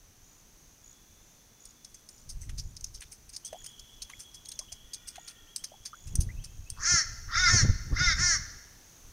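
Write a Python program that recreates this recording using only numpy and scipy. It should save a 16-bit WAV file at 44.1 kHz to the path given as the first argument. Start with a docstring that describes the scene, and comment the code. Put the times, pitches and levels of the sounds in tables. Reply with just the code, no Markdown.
"""Open woodland. Wind rumbles on a single microphone, over its faint steady hiss.
One bird trills, then another joins with a repeated rising whistle. From about 1.7 s a small animal
laps and splashes in a water trough close by, and near 5 s a third bird calls far off.
Around 6 s the wind starts to buffet hard. As the lapping ends, two crows take turns in five caws,
and the trees send back a short echo."""
import sys
import numpy as np
from scipy import signal
from scipy.fft import rfft, irfft, next_fast_len
from scipy.io import wavfile
from scipy.ndimage import uniform_filter1d

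SR = 44100
rng = np.random.default_rng(int(sys.argv[2]) if len(sys.argv) > 2 else 0)


def master(y):
    """Save y as 16-bit WAV."""
    cut = np.clip(np.atleast_2d(y).T, -1, 1)
    pcm = np.round(cut * 32767)  # scale
    wavfile.write(sys.argv[1], SR, pcm.astype(np.int16))


N = 402191
TIME = np.arange(N) / SR


def from_db(db):
    """Gain for a level in dB."""
    return 10 ** (np.asarray(db) / 20)


def rms_one(x):
    """Normalise to unit rms."""
    return x / np.sqrt(np.mean(x ** 2) + 1e-20)


def at_hz(points, hz):
    """Read an EQ curve on a log-frequency axis."""
    curve_hz, curve_db = np.transpose(points)
    return np.interp(np.log(hz), np.log(curve_hz), curve_db)


def drift(rate_hz, size=N):
    """Random modulator: noise twice through a one-pole low-pass, at unit rms."""
    r = np.exp(-2 * np.pi * rate_hz / SR)
    noise = rng.standard_normal(size + SR // 4)
    return rms_one(signal.lfilter([1], [1, -2 * r, r * r], noise)[SR // 4:])


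def coloured(spectrum):
    """Steady noise through an EQ curve, at unit rms."""
    size = next_fast_len(N)
    gain = from_db(at_hz(spectrum, np.fft.rfftfreq(size, 1 / SR) + 1))
    return rms_one(irfft(rfft(rng.standard_normal(size)) * gain, size)[:N])


def resonance(x, hz, width_hz, passes=1):
    """Two-pole band-pass with unity peak gain; more passes steepen it."""
    r = np.exp(-np.pi * width_hz / SR)
    gain = (1 - r * r) / 2
    for _ in range(passes):
        x = signal.lfilter([gain, 0, -gain], [1, -2 * r * np.cos(2 * np.pi * hz / SR), r * r], x)
    return x


# The wind's fader ride. Each row: time in seconds, level in dB.
WIND_LEVEL = [(0, -65.5), (2.2, -66.5), (2.26, -48), (2.6, -39.5), (2.89, -50.5), (2.99, -61.5), (4.3, -62),
              (5.9, -65.5), (6.18, -30), (6.34, -39.5), (6.53, -48.5), (7.12, -49.5), (7.4, -38),
              (7.7, -29), (7.78, -41), (8.0, -32.5), (8.4, -38.5), (8.49, -50.5), (8.93, -66), (9.1, -46.5)]
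# The rumble's EQ. Each row: frequency in Hz, level in dB.
RUMBLE_EQ = [(12, -68), (20, 16.5), (120, 0.5), (382, -45), (650, -64), (1100, -120)]
# Hard hits of wind. Each row: time in seconds, peak level in dB.
BUFFETS = [(6.94, -31), (7.545, -21), (7.651, -18.5), (7.695, -25), (7.928, -22), (8.017, -28.5),
           (8.212, -26)]


def wind():
    """Air hitting the microphone makes a lumpy rumble; hard buffets reach higher in frequency."""
    rise_db_per_s, fall_db_per_s = 595, 594
    level_db = np.interp(TIME, *np.transpose(WIND_LEVEL))
    rumble = from_db(level_db + 4.36 * drift(20.2)) * coloured(RUMBLE_EQ)
    hard_db = 1.513 * level_db + 8.0   # buffeting grows faster than the rumble
    for hit_s, peak_db in BUFFETS:
        below_db = np.maximum(rise_db_per_s * (hit_s - TIME), fall_db_per_s * (TIME - hit_s))
        hard_db = np.maximum(hard_db, peak_db - below_db)
    band = signal.butter(2, [45, 140], "band", fs=SR, output="sos")
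    thumps = rms_one(signal.sosfilt(band, rng.standard_normal(N)))
    return rumble + from_db(hard_db + 2 * drift(20.3)) * thumps


# The hiss's EQ. Each row: frequency in Hz, level in dB.
HISS_EQ = [(59, -20), (100, -0.5), (219, -2.5), (524, -10.5), (2750, -15.5), (5190, -14.5), (6150, -2.5),
           (7450, -17.5), (15000, -19), (16000, -14.5)]
# Its slight swell. Each row: time in seconds, boost in dB.
HISS_SWELL = [(5.9, 0), (7.0, 2.5)]


def hiss(base_db=-59.5):
    """Faint steady microphone hiss with a resonant peak near 6 kHz."""
    swell_db = np.interp(TIME, *np.transpose(HISS_SWELL))
    return from_db(base_db + swell_db + 0.59 * drift(0.72)) * coloured(HISS_EQ)


# The first bird's trills. Each row: start and end in seconds, top pitch in Hz, level in dB.
TRILLS = [(0.241, 0.416, 6980, -57), (0.588, .76, 6700, -60), (0.84, 0.931, 6920, -47.5),
          (1.225, 1.36, 7200, -59.5), (1.601, 1.717, 6920, -50), (2.108, 2.223, 7130, -53.5),
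          (2.637, 2.717, 7000, -54), (3.584, 3.7, 6960, -47.5), (4.116, 4.22, 7130, -56),
          (4.449, 4.566, 6700, -46), (5.193, 5.288, 6930, -48), (5.95, 6.136, 6900, -50.5),
          (6.5, 6.69, 6760, -56), (8.84, 9.015, 6680, -56)]


def trills(chips_per_s=58, duty=.6):
    """A bird fires off rows of short chips, each falling in pitch."""
    out = np.zeros(N)
    for start, end, top_hz, level_db in TRILLS:
        on = (TIME >= start) & (TIME < end)
        cycle = (TIME[on] - start) * chips_per_s % 1
        phase = 2 * np.pi * np.cumsum(top_hz - 1410 * cycle ** 2) / SR
        envelope = (cycle < duty) * np.sin(np.pi * cycle / duty) ** 2
        out[on] += from_db(level_db) * envelope * np.sin(phase)
    return out


# The second bird's runs. Each row: start, end and note spacing in seconds, top pitch and rise in Hz,
# hold on the low pitch in seconds, opening and closing level in dB.
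WHISTLES = [(.82, 2.1, .113, 3500, 250, 0, -73, -75), (3.432, 6.0, .1131, 3370, 950, 0, -56, -63.5),
            (6.07, 6.8, .295, 3350, 700, .025, -64, -61)]


def whistles(slide_s=.011):
    """Each note slides up quickly and holds near its top; air and leaves make it flutter."""
    out = np.zeros(N)
    waver = 1 + .012 * drift(1.5) + .011 * drift(60)
    for start, end, period, top_hz, rise_hz, low_s, first_db, last_db in WHISTLES:
        on = (TIME >= start) & (TIME < end)
        age = (TIME[on] - start) % period
        pitch = top_hz * waver[on] - rise_hz * np.exp(-np.maximum(age - low_s, 0) / slide_s)
        phase = 2 * np.pi * np.cumsum(pitch) / SR
        envelope = np.clip(np.minimum(age / (.013 - low_s / 2.5), (.1 - age) / .05), 0, 1)
        out[on] += from_db(np.linspace(first_db, last_db, len(age))) * envelope * np.sin(phase)
    return out * from_db(3.5 * drift(60))


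# Tongue slaps. Each row: start in seconds, level before filters and gain in dB, time to fall 60 dB
# in seconds, send to the midrange body in dB.
LAPS = [(1.652, -41, 0.03, -26), (1.845, -36.5, 0.032, -41), (1.943, -39, 0.04, -20),
        (2.087, -37.5, 0.044, -22), (2.29, -33, 0.07, -31), (2.4083, -37, 0.1, -20),
        (2.4908, -40, 0.051, -5), (2.576, -34, 0.063, -27), (2.595, -30.5, 0.023, -40),
        (2.765, -35.5, 0.024, -26), (2.807, -40, 0.023, -22), (2.841, -25.5, 0.021, -52),
        (2.94, -35.5, 0.084, -46), (3.0056, -38.5, 0.022, -13), (3.017, -42, 0.057, 0),
        (3.114, -36.5, 0.075, -17.5), (3.291, -41, 0.036, -20), (3.3278, -37.5, 0.097, -18),
        (3.363, -29.5, 0.024, -25), (3.447, -31, 0.075, -49), (3.476, -39, 0.027, -47),
        (3.526, -44, 0.039, -1.5), (3.642, -38, 0.039, -15), (3.6618, -29.5, 0.018, -16.5),
        (3.7925, -35.5, 0.025, -42), (4.0178, -28.5, 0.049, -46), (4.095, -42.5, 0.045, -2),
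        (4.1912, -33, 0.094, -19), (4.341, -36, 0.053, -26), (4.4563, -33.5, 0.017, -41),
        (4.486, -33, 0.03, -42), (4.515, -29.5, 0.034, -53), (4.5899, -26, 0.021, -18),
        (4.719, -32.5, 0.05, -18), (4.9325, -29, 0.057, -46), (5.071, -30, 0.077, -21),
        (5.156, -41.5, 0.033, 0), (5.2726, -33, 0.097, -13), (5.56, -19.5, 0.019, -43),
        (5.638, -27.5, 0.04, -19), (5.8514, -31, 0.065, -17.5), (6.068, -38.5, 0.075, -15.5),
        (6.153, -19.5, 0.022, -28), (6.203, -25, 0.071, -52), (6.438, -34.5, 0.054, -20),
        (6.7, -28, 0.022, -55)]
# The splash's bands. Each row: centre in Hz, width in Hz, relative gain in dB.
SPLASH_BANDS = [(4230, 14000, -21), (5360, 1510, 1.5), (6140, 780, 3), (8620, 1640, -2.5),
                (10800, 28000, -43)]


def laps(crackles_per_s=35):
    """A tongue slaps water in grainy bursts, each with its own colour; long ones swell more slowly."""
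    bands = len(SPLASH_BANDS)
    spray, body, rings = np.zeros((bands, N)), np.zeros(N), np.zeros(N)
    age = np.arange(SR // 6) / SR
    for start, level_db, t60, body_db in LAPS:
        attack = np.minimum(age / (0.002 + 2.39 * t60 ** 2), 1)
        droplets = from_db(level_db - 27.5 - 60 * age / 0.21)   # water falling back
        envelope = from_db(level_db - 60 * age / t60) * attack + droplets
        burst = envelope * rng.standard_normal(len(age))
        burst = burst * from_db([4.5 * drift(300, len(age)) for _ in SPLASH_BANDS])   # grain per band
        burst *= np.linalg.norm(envelope) / np.linalg.norm(burst, axis=1, keepdims=True)
        span = slice(round(start * SR), round(start * SR) + len(age))
        spray[:, span] += burst * from_db(3 * rng.standard_normal((bands, 1)))
        body[span] += burst[0] * from_db(body_db)
        rings[span] += resonance(burst[1], rng.uniform(4200, 9500), 600)   # a small hollow rings
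    lapping = (TIME > LAPS[0][0]) & (TIME < LAPS[-1][0])
    clumps = lapping * from_db(7 * drift(6))
    sizes = from_db(-47.5 + 4.5 * np.minimum(rng.exponential(size=spray.shape), 2.5))
    crackle = (rng.random(spray.shape) < crackles_per_s * clumps / SR) * sizes
    splash = sum(from_db(db) * resonance(row, hz, width, passes=2)
                 for row, (hz, width, db) in zip(spray + crackle + 1e-18, SPLASH_BANDS))
    body = resonance(body + 1e-18, 1980, 4000, passes=2)
    return from_db(8) * splash + from_db(9) * rings + from_db(14) * body


# Short rising blips: water plops. # Each row: start in seconds, level in dB, nominal pitch in Hz, time to fall
# 60 dB in seconds.
BLIPS = [(2.432, -50.5, 2180, .03), (2.487, -52, 2180, .04), (2.975, -47, 3240, 0.023),
         (3.066, -45, 3930, 0.023), (3.527, -40, 648, 0.14), (3.615, -52, 1870, .03),
         (4.096, -45.5, 1150, 0.058), (4.134, -40, 2500, 0.034), (4.594, -51, 700, 0.1),
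         (4.612, -49.5, 1095, 0.076), (4.718, -53.5, 755, .07), (5.179, -47, 850, 0.07),
         (5.716, -50, 708, 0.17), (5.93, -42, 1404, 0.087), (6.289, -43, 2100, 0.11)]


def blips(rise_per_s=7.3):
    """Each blip rings unevenly, starting flat and gliding up through its nominal pitch."""
    out, age = np.zeros(N), np.arange(SR // 8) / SR
    gate = np.clip(np.minimum(age / 0.003, (.05 - age) / 0.008), 0, 1)
    for start, level_db, hz, t60 in BLIPS:
        pitch = hz * (.9 + 0.056 * drift(63, len(age)) + rise_per_s * age)
        envelope = gate * from_db(level_db - 60 * age / t60 + 4.5 * drift(110, len(age)))
        at = round(start * SR)
        out[at:at + len(age)] += envelope * np.sin(2 * np.pi * np.cumsum(pitch) / SR)
    return out


# The third bird's timbre. Each row: harmonic number, relative level in dB.
FAR_HARMONICS = [(3, 1), (4, 3), (5, -2), (6, -1)]


def far_call(start_s=4.75, end_s=5.55, glide_hz=(485, 455), level_db=-75):
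    """A far bird's drawn-out call: wavering harmonics swell and fade as the pitch sinks."""
    out, on = np.zeros(N), (TIME >= start_s) & (TIME < end_s)
    size = on.sum()
    pitch = np.linspace(*glide_hz, size) * (1 + .016 * drift(30, size))
    phase = 2 * np.pi * np.cumsum(pitch) / SR
    voice = sum(from_db(db + 5 * drift(55, size)) * np.sin(k * phase) for k, db in FAR_HARMONICS)
    out[on] = from_db(level_db) * signal.windows.tukey(size, .6) * voice
    return out


def caw_shape(age, bird, aim_hz, lead_s, climb_s, length_s, droop_db):
    """Level in dB and pitch in Hz: a slack creak jumps up at age 0, sags ever faster and is cut off."""
    slack_hz, sag_power = [294, 288][bird], [2.6, 1.7][bird]
    sag_hz, creak_hz_per_s, cut_db_per_s = 70.3, 2100, 900
    after = np.maximum(age, 0)
    slack, progress = np.exp(-after / climb_s), after / length_s
    pitch = aim_hz - (aim_hz - slack_hz) * slack - sag_hz * progress ** sag_power
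    pitch += creak_hz_per_s * np.minimum(age, 0)   # the lead-in's slow pulses speed up
    level_db = np.interp(age, [-lead_s, 0], [-27, -5]) * slack
    level_db += droop_db * np.minimum(progress, 1) ** 5.8
    level_db -= cut_db_per_s * np.maximum(age - length_s, 0)
    return uniform_filter1d(level_db, 500), uniform_filter1d(np.maximum(pitch, 70), 500)


# Throat and beak EQ. Each row: frequency in Hz, first crow's gain in dB, second crow's gain in dB.
THROAT_EQ = [(400, -23.5, -45), (610, -17, -22), (977, -21, -33.5), (1107, -6, -16.5), (1370, 2.5, 4.5),
             (1906, 4.5, -4.5), (2037, 4, 8), (2436, -13, -18.5), (3040, -20, -24), (3700, -25.5, -3.5),
             (4380, -4.5, -12.5), (4750, -10.5, -2.5), (5440, 4, 0), (6900, -2.5, -11), (7440, -21, -31.5),
             (9640, -24, -33), (11500, -44, -49)]
# Narrow, steady resonances of the head's hollows, in Hz.
NASAL_HZ = [3608, 4940, 5438, 6250]


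def crow_voice(pitch, shut, bird, odd_db):
    """Syrinx harmonics through the throat, as low and high bands; slack membranes make them rasp."""
    clear_hz, hoarse_hz = 315, 265   # the voice breaks up between these pitches
    treble_rasp, nasal_db = [.02, .16][bird], [-14.5, -5][bird]
    throat = np.array(THROAT_EQ)[:, [0, 1 + bird]]
    size, low, high = len(pitch), 0, 0
    slack = np.minimum((clear_hz - pitch) / (clear_hz - hoarse_hz), .9 - 2 * shut)
    jitter = (.003 + .15 * shut) * drift(40, size)
    phase = 2 * np.pi * np.cumsum(pitch * (1 + jitter)) / SR
    for k in range(1, 56):
        hz = k * pitch
        least_rasp = .02 + treble_rasp * min(k / 12, 1) ** 2 + .2 * shut
        rasp = np.clip(slack * min(k / 7, 1), least_rasp, .9)
        shaken = np.sqrt(1 - rasp) + np.sqrt(rasp) * drift(88, size)
        # A shut beak pulls the lower resonances down and muffles the top.
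        gain_db = at_hz(throat, hz * (1 + .2 * shut * (hz < 2900)))
        gain_db -= 6.5 * np.clip((hz - 1400) / 300, 0, 4) * shut ** 2
        gain_db += odd_db * (k % 2) * (k < 14) + 2.2 * drift(14, size)
        smear = .085 * k * k   # phase offsets soften the pulse
        tone = from_db(gain_db) * shaken * np.cos(k * phase + smear) * (hz < 13000)
        crossover = np.clip((hz - 2900) / 300, 0, 1)
        low, high = low + (1 - crossover) * tone, high + crossover * tone
    nasal = sum(resonance(high, hz, width_hz=104, passes=2) for hz in NASAL_HZ)
    return rms_one(low), rms_one(rms_one(high) + from_db(nasal_db) * rms_one(nasal))


# The caws. Each row: time of the pitch jump in seconds, level in dB, target pitch in Hz, lead-in, climb
# and length after the jump in seconds, droop in dB, crow (0 or 1), gain of the lower odd harmonics
# in dB, opening and closing treble in dB.
CAWS = [(6.858, -30, 362.5, 0.097, 0.014, 0.16, -10, 0, 1, 2.5, 8),
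        (7.362, -25.5, 393.3, 0.087, 0.022, 0.14, -1.5, 1, -2.5, -4, -0.5),
        (7.475, -29, 367.8, 0.019, 0.011, 0.15, -8.5, 0, 3, 1, 10),
        (7.99, -26.5, 378, .07, 0.012, .136, -2, 1, -2, -6.5, 2),
        (8.192, -29.5, 364.4, 0.056, 0.013, 0.17, -9.5, 0, 2, 0.5, 8)]
# Reflections off the ground and nearest trunks. Each row: delay in seconds, gain in dB.
NEAR_ECHOES = [(.0043, -14), (.0137, -13), (.0291, -16)]


def crows():
    """Two crows trade caws, the beak opening through each lead-in; near surfaces reflect them."""
    out, cut_s = np.zeros(N), 0.032
    for (jump_s, top_db, aim_hz, lead_s, climb_s, length_s, droop_db,
         bird, odd_db, first_db, last_db) in CAWS:
        span = slice(int((jump_s - lead_s) * SR), int((jump_s + length_s + cut_s) * SR))
        age = TIME[span] - jump_s
        level_db, pitch = caw_shape(age, bird, aim_hz, lead_s, climb_s, length_s, droop_db)
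        shut = np.clip(-age / .1, 0, 1)
        low, high = crow_voice(pitch, shut, bird, odd_db)
        treble = from_db(np.linspace(first_db, last_db, len(age)))
        envelope = signal.windows.tukey(len(age), .08) * from_db(top_db + level_db)
        out[span] += envelope * (low + treble * high)
    return out + sum(from_db(db) * np.roll(out, round(delay * SR)) for delay, db in NEAR_ECHOES)


def woodland(x, t60_s=1.015):
    """Trunks scatter the sound into a decaying tail that fades in quickly."""
    age = np.arange(int(1.5 * SR)) / SR
    tail = rng.standard_normal(len(age)) * from_db(-60 * age / t60_s) * np.minimum(age / 0.028, 1)
    tail = signal.lfilter([1], [1, -.45], tail)   # leaves take some treble
    return signal.fftconvolve(x, tail / np.linalg.norm(tail))[:N]


def scene():
    """Birds with their echo, hiss, water, blips and wind; one microphone feeds both channels."""
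    deep_birds = whistles() + far_call()   # deep among the trees, so they get extra reverb
    birds = crows() + trills() + deep_birds
    echo = woodland(from_db(-16.5) * birds + from_db(-5) * deep_birds)
    return np.tile(birds + echo + hiss() + laps() + blips() + wind(), (2, 1))


def record(dry, cutoff_hz=16300):
    """A steep low-pass takes off the very top."""
    return signal.sosfilt(signal.cheby2(14, 60, cutoff_hz, fs=SR, output="sos"), dry)


dry = scene()
out = record(dry)
master(out)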